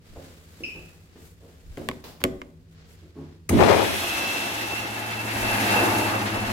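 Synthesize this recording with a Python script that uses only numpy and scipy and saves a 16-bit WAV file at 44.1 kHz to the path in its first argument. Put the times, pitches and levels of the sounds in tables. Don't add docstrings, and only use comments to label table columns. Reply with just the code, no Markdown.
import sys
import numpy as np
from scipy import signal
from scipy.fft import rfft, irfft
from scipy.io import wavfile
from scipy.ndimage import uniform_filter1d

SR = 44100
rng = np.random.default_rng(int(sys.argv[2]) if len(sys.argv) > 2 else 0)


def unload_wav(signal):
    wavfile.write(
        sys.argv[1],
        SR,
        np.round(np.clip(np.atleast_2d(signal).T, -1, 1) * 32767).astype(np.int16),
    )


N = 287532
T = np.arange(N) / SR
FREQS = np.fft.rfftfreq(N, 1 / SR)
ON_S = 3.490


def gain_of(db):
    return 10 ** (np.asarray(db) / 20)


def unit_rms(x):
    return x / np.sqrt(np.mean(x ** 2) + 1e-20)


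def read(points, hz):
    f, value = np.transpose(points)
    return np.interp(np.log(hz + 1), np.log(f + 1), value)


def follow(rows):
    s, *columns = np.transpose(rows)
    return [np.interp(T, s, c) for c in columns]


def since(s):
    return np.maximum(T - s, 0)


def add(mix, s, sound):
    part = mix[..., round(s * SR):][..., :sound.shape[-1]]
    part += sound[..., :part.shape[-1]]


def delayed(x, seconds):
    fine = signal.resample_poly(x, 4, 1)
    return np.interp(T - seconds, np.arange(len(fine)) / (4 * SR), fine)


def drift(bandwidth_hz):
    return unit_rms(irfft(rfft(rng.standard_normal(N)) * np.exp(-(FREQS / bandwidth_hz) ** 2), N))


def steadied(x, window_s):
    size = round(window_s * SR)
    power = uniform_filter1d(uniform_filter1d(x ** 2, size), size)
    return unit_rms(x / np.sqrt(abs(power) + 1e-9))


def pan(left_db):
    pair = np.array([gain_of(left_db / 2), gain_of(-left_db / 2)]).reshape(2, -1)
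    return pair / np.sqrt(np.mean(pair ** 2, axis=0))


def click(colour_db, size=2048):
    log_gain = np.log(gain_of(colour_db(abs(np.fft.fftfreq(size, 1 / SR)))))
    pulse = np.fft.ifft(np.exp(np.conj(signal.hilbert(log_gain)))).real
    return pulse / abs(pulse).max()


# (f/Hz, correlation)
COHERENCE = [(60, 0.82), (130, 0.69), (290, 0.96), (640, 0.39), (1410, -0.17), (3100, 0.011),
             (6820, -0.019), (15000, 0.032)]
def noise(colour_db, likeness=1):
    left, other = rfft(rng.standard_normal((2, N)))
    same = np.clip(likeness * read(COHERENCE, FREQS), -1, 1)
    right = same * left + np.sqrt(1 - same ** 2) * other
    return unit_rms(irfft(np.array([left, right]) * gain_of(colour_db(FREQS)), N))


def shaped_noise(spectrum, likeness=1):
    return noise(lambda hz: read(spectrum, hz), likeness)


# (f/Hz, T60/s)
ROOM_T60 = [(100, 0.8), (300, 0.54), (1000, 0.59), (2600, 0.56), (6000, 0.35), (15000, 0.32)]
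def reverb(x, build_s=0.008):
    hz, t, bands = signal.stft(noise(np.zeros_like)[:, :SR], SR, nperseg=256)
    decay = gain_of(-60 * t / read(ROOM_T60, hz)[:, None])
    tail = signal.istft(bands * decay, SR, nperseg=256)[1]
    tail *= np.clip(np.arange(tail.shape[1]) / SR / build_s, 0, 1) ** 2
    return signal.fftconvolve(x[None], tail / np.linalg.norm(tail[0]), axes=1)[:, :N]


# (f/Hz, level/dB)
DRONE_SPECTRUM = [(15, -52), (25, -22.5), (87, 5.5), (105, 1), (124, -35), (160, 5.5), (189, -14),
                  (271, -14), (297, -28), (372, -15.5), (432, -27), (472, -13.5), (583, -55), (900, -37),
                  (1170, -52), (1980, -120)]
def room_tone(db=-51.5):
    return gain_of(db) * shaped_noise(DRONE_SPECTRUM, likeness=1.19)


# (t/s, level/dB, duration/s)
HAND_SHIFTS = [(0.08, -45, 0.13), (0.73, -53, 0.16), (1.615, -43.5, 0.178), (2.253, -53, 0.17),
               (3.573, -38, 0.041), (3.98, -52, 0.23), (5.326, -39, 0.28), (6.298, -41, 0.29)]
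def handling(low_hz=32, high_hz=75):
    level = np.zeros(N)
    for s, db, length in HAND_SHIFTS:
        add(level, s, gain_of(db) * signal.windows.tukey(round(length * SR), .6))
    rumble = noise(lambda hz: -10 * np.log10((1 + (hz / high_hz) ** 6) * (1 + (low_hz / (hz + 1)) ** 4)))
    return level * steadied(rumble, .12)


# (peak t/s, half-width/s, swish level/dB, fizz level/dB)
CLOTH_STROKES = [(0.1, 0.051, -54.5, -65), (0.26, 0.096, -50.5, -58.5), (0.692, 0.26, -52, -58.5),
                 (1.184, 0.064, -56, -77), (1.256, 0.056, -54.5, -57), (1.507, 0.1, -57.5, -65),
                 (1.85, 0.15, -53, -60), (2.1, 0.033, -58, -57), (2.288, 0.14, -61, -65),
                 (2.73, 0.02, -69, -69), (2.822, 0.075, -55.5, -83), (2.918, 0.035, -56, -60.5),
                 (3.02, 0.082, -58, -71), (3.262, 0.097, -58, -76)]
# (f/Hz, level/dB)
SWISH_SPECTRUM = [(200, 4.5), (450, 1), (900, -7.5), (1600, -5.5), (3000, -8.5), (5000, -10), (8000, -21),
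                  (16000, -56)]
FIZZ_SPECTRUM = [(2000, -43), (5000, -10), (7000, 2.5), (10000, -2.5), (12500, -1), (16000, -4.5)]
def clothes(rest_swish_db=-66, rest_fizz_db=-75.5, grain_db=1.0):
    swish_power, fizz_power = gain_of(rest_swish_db) ** 2, gain_of(rest_fizz_db) ** 2
    for s, width, swish_db, fizz_db in CLOTH_STROKES:
        speed = np.exp(-((T - s) / width) ** 2 / 2)
        swish_power += (gain_of(swish_db) * speed) ** 2
        fizz_power += (gain_of(fizz_db) * speed) ** 2
    swish = np.sqrt(swish_power) * shaped_noise(SWISH_SPECTRUM)
    fizz = np.sqrt(fizz_power) * shaped_noise(FIZZ_SPECTRUM) * pan(2.5)
    return (swish + fizz) * gain_of(grain_db * drift(91))


# (t/s, level/dB, decay time/s)
SLEEVE_BRUSHES = [(2.04, -39.5, 0.08), (2.204, -44, 0.021)]
def brushes():
    level = sum(gain_of(db) * (T > s) * np.exp(-abs(T - s) / decay) for s, db, decay in SLEEVE_BRUSHES)
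    spectrum = [(200, 2.5), (900, -1.0), (1600, -9.5), (4800, -9.0), (8000, -21.5), (16000, -16.5)]
    return level * shaped_noise(spectrum)


# (t/s, level/dB, relative boom/dB, frequency ratio, slap lift/dB, roll time/s)
FOOTFALLS = [(0.158, -34.5, -3.5, 1.9, 5, .007), (0.605, -29.5, -14, 1.44, -7, 0.0031),
             (0.745, -40.5, -5, 1.6, 6, 0.017), (1.157, -40.5, -6, 1.34, 7, 0.0067),
             (1.409, -46, -13, 1.75, 4.5, .028), (1.774, -22, -17, 1.06, -0.5, .006),
             (1.81, -29, -19, .9, -8, 0.0042), (3.025, -45.5, -9, 1.14, -6, 0.0066),
             (3.156, -36, 7, 1.24, 6, 0.026)]
# (f/Hz, level/dB)
HEEL_SPECTRUM = [(30, -40.5), (75, -19.5), (125, -3), (165, -1), (205, 0), (275, 8), (420, -11.5),
                 (650, -19), (1200, -27.5), (1650, -29), (4000, -39), (16000, -48)]
# (f/Hz, share of the lift)
SLAP_BAND = [(550, 0.055), (850, 1), (1300, 0.8), (2500, 0.022)]
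# (f/Hz, level/dB, T60/s)
ROOM_MODES = [(84, -9, 0.8), (152.5, -5, 0.57), (269, -1, 0.4), (349, -14, 0.41), (421, -9, 0.4),
              (600, -27, 0.34), (870, -22, 0.36), (1090, -20.5, .3)]
def steps(direct_db=-3, room_db=-2, tap_db=-7, boom_rise_s=0.036):
    thuds, boom, t = np.zeros(N), np.zeros(N), np.arange(SR // 2) / SR
    modes = sum(gain_of(db - 60 * t / t60) * np.sin(2 * np.pi * hz * t) for hz, db, t60 in ROOM_MODES)
    modes *= 1 - np.exp(-t / boom_rise_s)
    for s, db, boom_db, pitch, slap_db, roll_s in FOOTFALLS:
        heel = click(lambda hz: read(HEEL_SPECTRUM, hz / pitch) + slap_db * read(SLAP_BAND, hz))
        scuff = signal.fftconvolve(rng.standard_normal(len(t) + len(heel) - 1), heel, "valid")
        thud = steadied(scuff, .012) * t * np.exp(-t / roll_s)
        add(thuds, s, gain_of(db) * thud / abs(thud).max())
        add(thuds, s, gain_of(db + tap_db) * heel)
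        add(boom, s, gain_of(db + boom_db) * modes)
    return gain_of(direct_db) * thuds + gain_of(room_db) * reverb(thuds) + boom


# (t/s, level/dB, f/Hz, duration/s)
SOLE_SQUEAKS = [(0.636, -22, 2570, 0.0206), (0.639, -39.5, 2980, 0.0113)]
def squeaks(glide=0.032, rasp=0.025, octave_db=-13.5, decay_s=0.013, chatter_db=1.0, room_db=1):
    dry = np.zeros(N)
    for s, db, hz, length in SOLE_SQUEAKS:
        n = round(length * SR)
        pitch = hz * (1 - glide * np.linspace(-1, 1, n) + rasp * drift(510)[:n])
        phase = 2 * np.pi * np.cumsum(pitch) / SR
        grip = signal.windows.tukey(n, .16) * np.exp(-np.arange(n) / SR / decay_s)
        grip *= unit_rms(gain_of(chatter_db * drift(190)[:n]))
        chirp = gain_of(db) * (np.sin(phase) + gain_of(octave_db) * np.sin(2 * phase)) * grip
        for delay_s, path_db in [(0, -1), (.064, -19)]:
            add(dry, s + delay_s, gain_of(path_db) * chirp)
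    return np.array([delayed(dry, .00009), dry]) + gain_of(room_db) * reverb(dry)


# (t/s, level/dB, body lift/dB, treble tilt/(dB/octave), skin frequency ratio)
CASE_KNOCKS = [(1.773, -42, -7, -0.5, .96), (1.888, -22, -3, -4, 1.03), (1.898, -39, 0, -5, 1.04),
               (1.9136, -36, -10, -5.5, 0.98), (2.2165, -42.5, 5, -4, 0.96), (2.2396, -17, 1, 3, 0.99),
               (2.2502, -32, 10.5, -13, 1.02), (2.417, -35, -3, -6, 0.96)]
# (f/Hz, level/dB, T60/s)
CASE_MODES = [(62, -16, 0.37), (116, -12.5, 0.14), (154, -16, 0.36), (230, -5, 0.16), (260, -7.5, 0.13),
              (291.7, -10.5, 0.16), (370, -7, 0.16), (486, -0.5, 0.026), (574, -9, 0.088),
              (652, -19.5, 0.16), (777, -22, 0.112), (1077, -1, 0.028), (1500, -10, 0.012),
              (1720, 5, 0.0067), (2200, 4, 0.0153), (2680, 6, 0.005), (2920, -6.5, 0.012), (3310, 4, 0.011),
              (4900, -5, 0.0044), (7300, -1, 0.0073), (8070, -3, 0.0048), (10560, -2, 0.0031),
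              (13100, -1, 0.0017)]
# (f/Hz, level/dB)
RATTLE_SPECTRUM = [(400, -14.5), (1100, -1), (2300, 0), (4000, -9.5), (10000, -27.5)]
def knocks(crack_db=-13, crack_s=0.0049, rattle_db=-21, rattle_s=.016, swell_s=0.0007):
    body, skin, crack, t = np.zeros(N), np.zeros((2, N)), np.zeros(N), np.arange(SR // 2) / SR
    cover = click(lambda hz: read(RATTLE_SPECTRUM, hz))
    for s, db, body_db, tilt_db, spot in CASE_KNOCKS:
        contact = click(lambda hz: (tilt_db - 13.0) * np.log2(1 + hz / 3000))
        burst = signal.fftconvolve(rng.standard_normal(len(t)) * np.exp(-t / crack_s), contact)
        add(crack, s, gain_of(db + crack_db) * burst)
        rattle = signal.fftconvolve(rng.standard_normal(len(t)) * np.exp(-t / rattle_s), cover)
        add(crack, s, gain_of(db + rattle_db - tilt_db) * rattle / abs(rattle).max())
        for k, (hz, mode_db, t60) in enumerate(CASE_MODES):
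            fading = (-1) ** k * gain_of(db + mode_db - 60 * t / t60)
            if hz < 800:
                swell = 1 - np.exp(-t / swell_s)
                add(body, s, gain_of(body_db) * fading * np.sin(2 * np.pi * hz * t) * swell)
            else:
                ring = np.sin(2 * np.pi * hz * spot * t + rng.uniform(-4.0, 1, (2, 1)))
                add(skin, s, gain_of(tilt_db * np.log2(hz / 2300)) * fading * ring)
    to_room = gain_of(-7) * body + gain_of(-26) * skin[0] + gain_of(-9) * crack
    return body + skin + crack + reverb(to_room)


def switch(db=-22, rise_s=0.003, hold_s=0.0068, decay_s=0.0052, room_db=-8):
    burst = np.minimum(since(ON_S) / rise_s, 1) * np.exp(-since(ON_S + hold_s) / decay_s)
    spectrum = [(300, -0.5), (950, -5), (1250, 15), (1600, -0.5), (2200, 12.0), (3200, -6.5),
                (7000, 1.5), (9000, 1), (9900, 7), (10800, -8), (12500, 0), (16000, -9)]
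    crackle = gain_of(db) * burst * shaped_noise(spectrum)
    return crackle * pan(3.1) + gain_of(room_db) * reverb(crackle[1])


# (f/Hz, level/dB)
ROAR_SPECTRUM = [(100, -53), (240, -11), (380, 8), (600, 3.5), (900, 1), (1400, -8), (2500, -14),
                 (4500, -46), (8000, -34), (16000, -75)]
def eddies(core, dull_hz=650, spit_db=-16, spit_gust_db=8.0, gust_db=1.9):
    slow = noise(lambda hz: read(ROAR_SPECTRUM, hz) - 10 * np.log10(1 + (hz / dull_hz) ** 2))
    fast = steadied(shaped_noise(ROAR_SPECTRUM, likeness=0.13), 0.025)
    spit = shaped_noise([(500, -16), (1800, 6.0), (4500, 2.5), (8000, -9), (16000, -45)])
    spit *= gain_of(spit_db) * unit_rms(gain_of(spit_gust_db * np.tanh(drift(140))))
    return (np.sqrt(1 - core) * slow + np.sqrt(core) * (fast + spit)) * gain_of(gust_db * drift(130))


# (f/Hz, level/dB)
BUFFET_SPECTRUM = [(20, -26), (55, -15.5), (92, 2), (155, -8), (220, -6), (330, -5.5), (600, -28),
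                   (2000, -68)]
# (t/s, lift/dB)
CORE_SURGES = [(3.612, 3), (3.657, -4), (3.711, 1.5), (3.803, 1.5)]
def jet(core_s=3.584, cross_s=0.049, graze_s=0.02, leave_s=3.732, gone_s=4.05):
    core = np.clip(.5 + (T - core_s) / cross_s, 0, 1)
    edge = np.clip(.5 + (T - core_s - graze_s) / cross_s, 0, 1)
    buffet_db = -14.5 - 49 * since(core_s) + np.outer([1, 0], -28 * core)
    buffet = gain_of(buffet_db) * np.minimum(since(ON_S) / 0.065, 1) ** 0.71
    buffet *= steadied(shaped_noise(BUFFET_SPECTRUM), .018)
    surge_db = sum(db * np.exp(-((T - s) / .025) ** 2) for s, db in CORE_SURGES)
    right_db = np.outer([0, 1], -8 * (core - edge) - 17.5 * edge)
    roar_db = -12 + surge_db - 17 * (1 - core) + right_db - 90 * since(leave_s)
    roar = gain_of(roar_db) * np.minimum(since(ON_S) / 0.022, 1) * eddies(core)
    return (buffet + roar) * np.clip((gone_s - T) / 0.088, 0, 1)


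def spin_up(lag_s=0.11):
    return 1 - np.exp(-since(ON_S) / lag_s)


def beam(back_off_s=3.97, db_per_s2=12.5):
    return gain_of(-db_per_s2 * since(back_off_s) ** 2)


# (t/s, body level/dB, rush level/dB, hiss level/dB)
FLOW_LEVELS = [(3.93, -36.5, -32.5, -37), (4.02, -33, -33, -36.5), (4.28, -33, -33.5, -39),
               (4.7, -35.5, -35, -41.5), (5.05, -36.5, -36.5, -44.5), (5.26, -35, -34.5, -42),
               (5.38, -30.5, -31, -38), (5.74, -23.5, -26.5, -35), (5.91, -23.5, -28.5, -34.5),
               (6.1, -27.5, -30.5, -39.5), (6.42, -31, -34, -43)]
def flow_levels():
    return follow(FLOW_LEVELS)


# (t/s, level/dB)
ALCOVE_LEVELS = [(4.0, -47), (4.9, -42), (5.3, -43), (5.85, -28.5), (6.15, -37), (6.45, -42)]
def alcove(centre_hz=850, width_hz=130, gust_db=1.5):
    band = noise(lambda hz: -20 * np.log10(1 + (2 * (hz - centre_hz) / width_hz) ** 2))
    return gain_of(follow(ALCOVE_LEVELS)[0] + gust_db * drift(17)) * band * spin_up()


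# (t/s, level/dB)
SIZZLE_LEVELS = [(3.7, -51), (4.03, -40), (4.35, -46.5), (5.2, -54), (5.35, -46), (5.8, -41), (6.08, -44.5),
                 (6.28, -72)]
# (f/Hz, level/dB)
SIZZLE_SPECTRUM = [(8500, -18), (10500, -8), (11700, -3), (12400, -8), (13600, -14), (14800, -8),
                   (16000, -27)]
def grille():
    return gain_of(follow(SIZZLE_LEVELS)[0]) * shaped_noise(SIZZLE_SPECTRUM) * spin_up()


# (t/s, level/dB re the rush)
WHISTLE_LEVELS = [(3.8, -24), (4.0, -10), (4.12, -1), (4.25, -0.5), (4.62, -6.5), (4.79, 2), (4.92, -7),
                  (5.02, -7), (5.16, -0.5), (5.4, -12), (5.51, 3), (5.62, -15), (5.78, 3), (5.88, -13),
                  (6.0, -0.5), (6.09, -14), (6.15, -2), (6.26, -20), (6.4, 1), (6.5, -21)]
def whistle(blade_phase, wobble_rad=0.48, octave_db=-25, near_scatter=0.32, far_scatter=0.99):
    def scattered(rate_hz):
        ears = [drift(rate_hz) * np.sin(blade_phase) + drift(rate_hz) * np.cos(blade_phase)
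                for _ in range(2)]
        return np.array([steadied(ear, .15) for ear in ears])
    shaken = blade_phase + wobble_rad * drift(27.6)
    direct = unit_rms(np.sin(shaken) + gain_of(octave_db) * np.sin(2 * shaken))
    share = np.clip(far_scatter + (near_scatter - far_scatter) * beam(), 0, 1)
    tone = np.sqrt(1 - share) * direct + np.sqrt(share) * scattered(rate_hz=20)
    airy = gain_of(-9 + 4 * beam()) * scattered(rate_hz=125)
    return gain_of(flow_levels()[1]) * (gain_of(follow(WHISTLE_LEVELS)[0]) * tone + airy)


# (t/s, mains level/dB, rotor level/dB)
HUM_LEVELS = [(4.2, -49, -51), (5.2, -76, -39), (5.55, -40.5, -34.5), (6.45, -40.5, -36.5)]
def motor(mains_hum_hz=100.0, rotor_hz=111.2, blades=24, slip=0.33, catch_up_s=.19, pulsing=0.26):
    mains_db, rotor_db = follow(HUM_LEVELS)
    mains = 2 * np.pi * mains_hum_hz * T
    speed = (1 - slip * np.exp(-since(ON_S) / catch_up_s)) * (1 + 0.00115 * drift(4.8))
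    rotor = 2 * np.pi * np.cumsum(rotor_hz * speed) / SR
    hum = gain_of(mains_db) * (np.sin(mains) + gain_of(-4) * np.sin(2 * mains))
    hum += gain_of(rotor_db) * (np.sin(rotor) + gain_of(-8) * np.sin(2 * rotor))
    hum += gain_of((mains_db + rotor_db) / 2 - 5) * np.sin(mains + rotor)
    torque_ripple = 1 + pulsing * np.sin(mains)
    return (np.sqrt(2) * hum * pan(2.6) + whistle(blades * rotor) * torque_ripple) * spin_up()


# (f/Hz, level/dB)
AIR_SPECTRUM = [(18, -45), (30, -39), (70, -23.5), (105, -17), (150, -19.5), (210, -13), (490, -15),
                (840, -13.5), (1000, -16), (2400, -12.5), (3000, -15.5), (4800, -19.5), (11700, -22.5),
                (16000, -30)]
# (f/Hz, width/Hz, lift/dB)
AIR_RESONANCES = [(207, 13, 0.5), (250, 19, -1.5), (283, 21, 5.5), (326.7, 33, 7), (372, 10, 5.5),
                  (439, 15, -2), (494, 48.3, -2.5), (560, 18, -0.5), (690, 230, 1.5), (1120, 300, 0.5),
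                  (1616, 390, 4.5), (2030, 240, 3), (3500, 770, -1), (11500, 850, 2.5)]
def air_band(level_db, low_hz, high_hz, flutter_db=1.46):
    def colour(hz):
        peaks = sum(db / (1 + (2 * (hz - f) / width) ** 2) for f, width, db in AIR_RESONANCES)
        roll_off = 10 * np.log10((1 + (low_hz / (hz + 1)) ** 8) * (1 + (hz / high_hz) ** 8))
        return read(AIR_SPECTRUM, hz) + peaks - roll_off
    return gain_of(level_db + flutter_db * drift(36)) * noise(colour)


# (delay/s, level/dB)
WALL_ECHOES = [(.0023, -24), (.0041, -34), (.0087, -18), (0.0145, -13.5)]
def wall_echoes(flow, sway_s=0.00013):
    for delay_s, db in WALL_ECHOES:
        glide = delay_s + sway_s * drift(0.9)
        flow = flow + gain_of(db) * np.array([delayed(ear, glide) for ear in flow])
    return flow


# (f/Hz, level/dB)
OUTLET_SPECTRUM = [(1000, -4), (1850, -2), (2200, 17.5), (2500, 6.5), (2850, 18.5), (3000, 12.5),
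                   (3350, 18), (3750, 13), (4100, 13.5), (4600, 7), (5700, 10), (6400, 1), (7400, -1),
                   (8800, 2), (10000, -22), (11500, -14), (16000, -31)]
# (t/s, delay/s)
RIM_DELAYS = [(3.85, 0.000087), (4.15, 0.00013), (4.7, 0.00015)]
def air_rush(outlet_db=-32.5, rim_db=-19.5, wet=.3, crossfeed=.25, port_lag_s=0.000306, gust_db=1.0):
    body_db, rush_db, hiss_db = flow_levels()
    body = air_band(body_db, 20, 1200)
    treble = air_band(rush_db, 1200, 5000) + air_band(hiss_db, 5000, 20000)
    treble += gain_of(outlet_db) * beam() * shaped_noise(OUTLET_SPECTRUM)
    rim_s = follow(RIM_DELAYS)[0]
    left, right = (ear + gain_of(rim_db) * beam() * delayed(ear, rim_s) for ear in treble)
    right = crossfeed * delayed(left, port_lag_s) + np.sqrt(1 - crossfeed ** 2) * right
    body = np.sqrt(1 - wet) * body + np.sqrt(wet) * reverb(body[0])
    body = gain_of(body_db) * steadied(body, 0.098) * gain_of(gust_db * drift(28.0))
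    return wall_echoes(body + np.array([left, right])) * spin_up() * pan(0.59)


def scene():
    visitor = clothes() + brushes() + steps() + squeaks() + knocks() + handling()
    dryer = switch() + jet() + air_rush() + alcove() + grille() + motor()
    return room_tone() + visitor + dryer


def record(dry, notch_hz=135, notch_db=-6.5, ceiling=.95, cutoff_hz=16050):
    notch = gain_of(notch_db / (1 + ((FREQS - notch_hz) / 11) ** 4))
    faded = irfft(rfft(dry) * notch, N) * np.clip(0.6 + T / 0.023, 0, 1)
    rounded = faded / (1 + (faded / ceiling) ** 4) ** .25
    low_pass = signal.firwin(511, cutoff_hz, window=("kaiser", 9), fs=SR)
    return signal.oaconvolve(rounded, low_pass[None], "same")


dry = scene()
out = record(dry)
unload_wav(out)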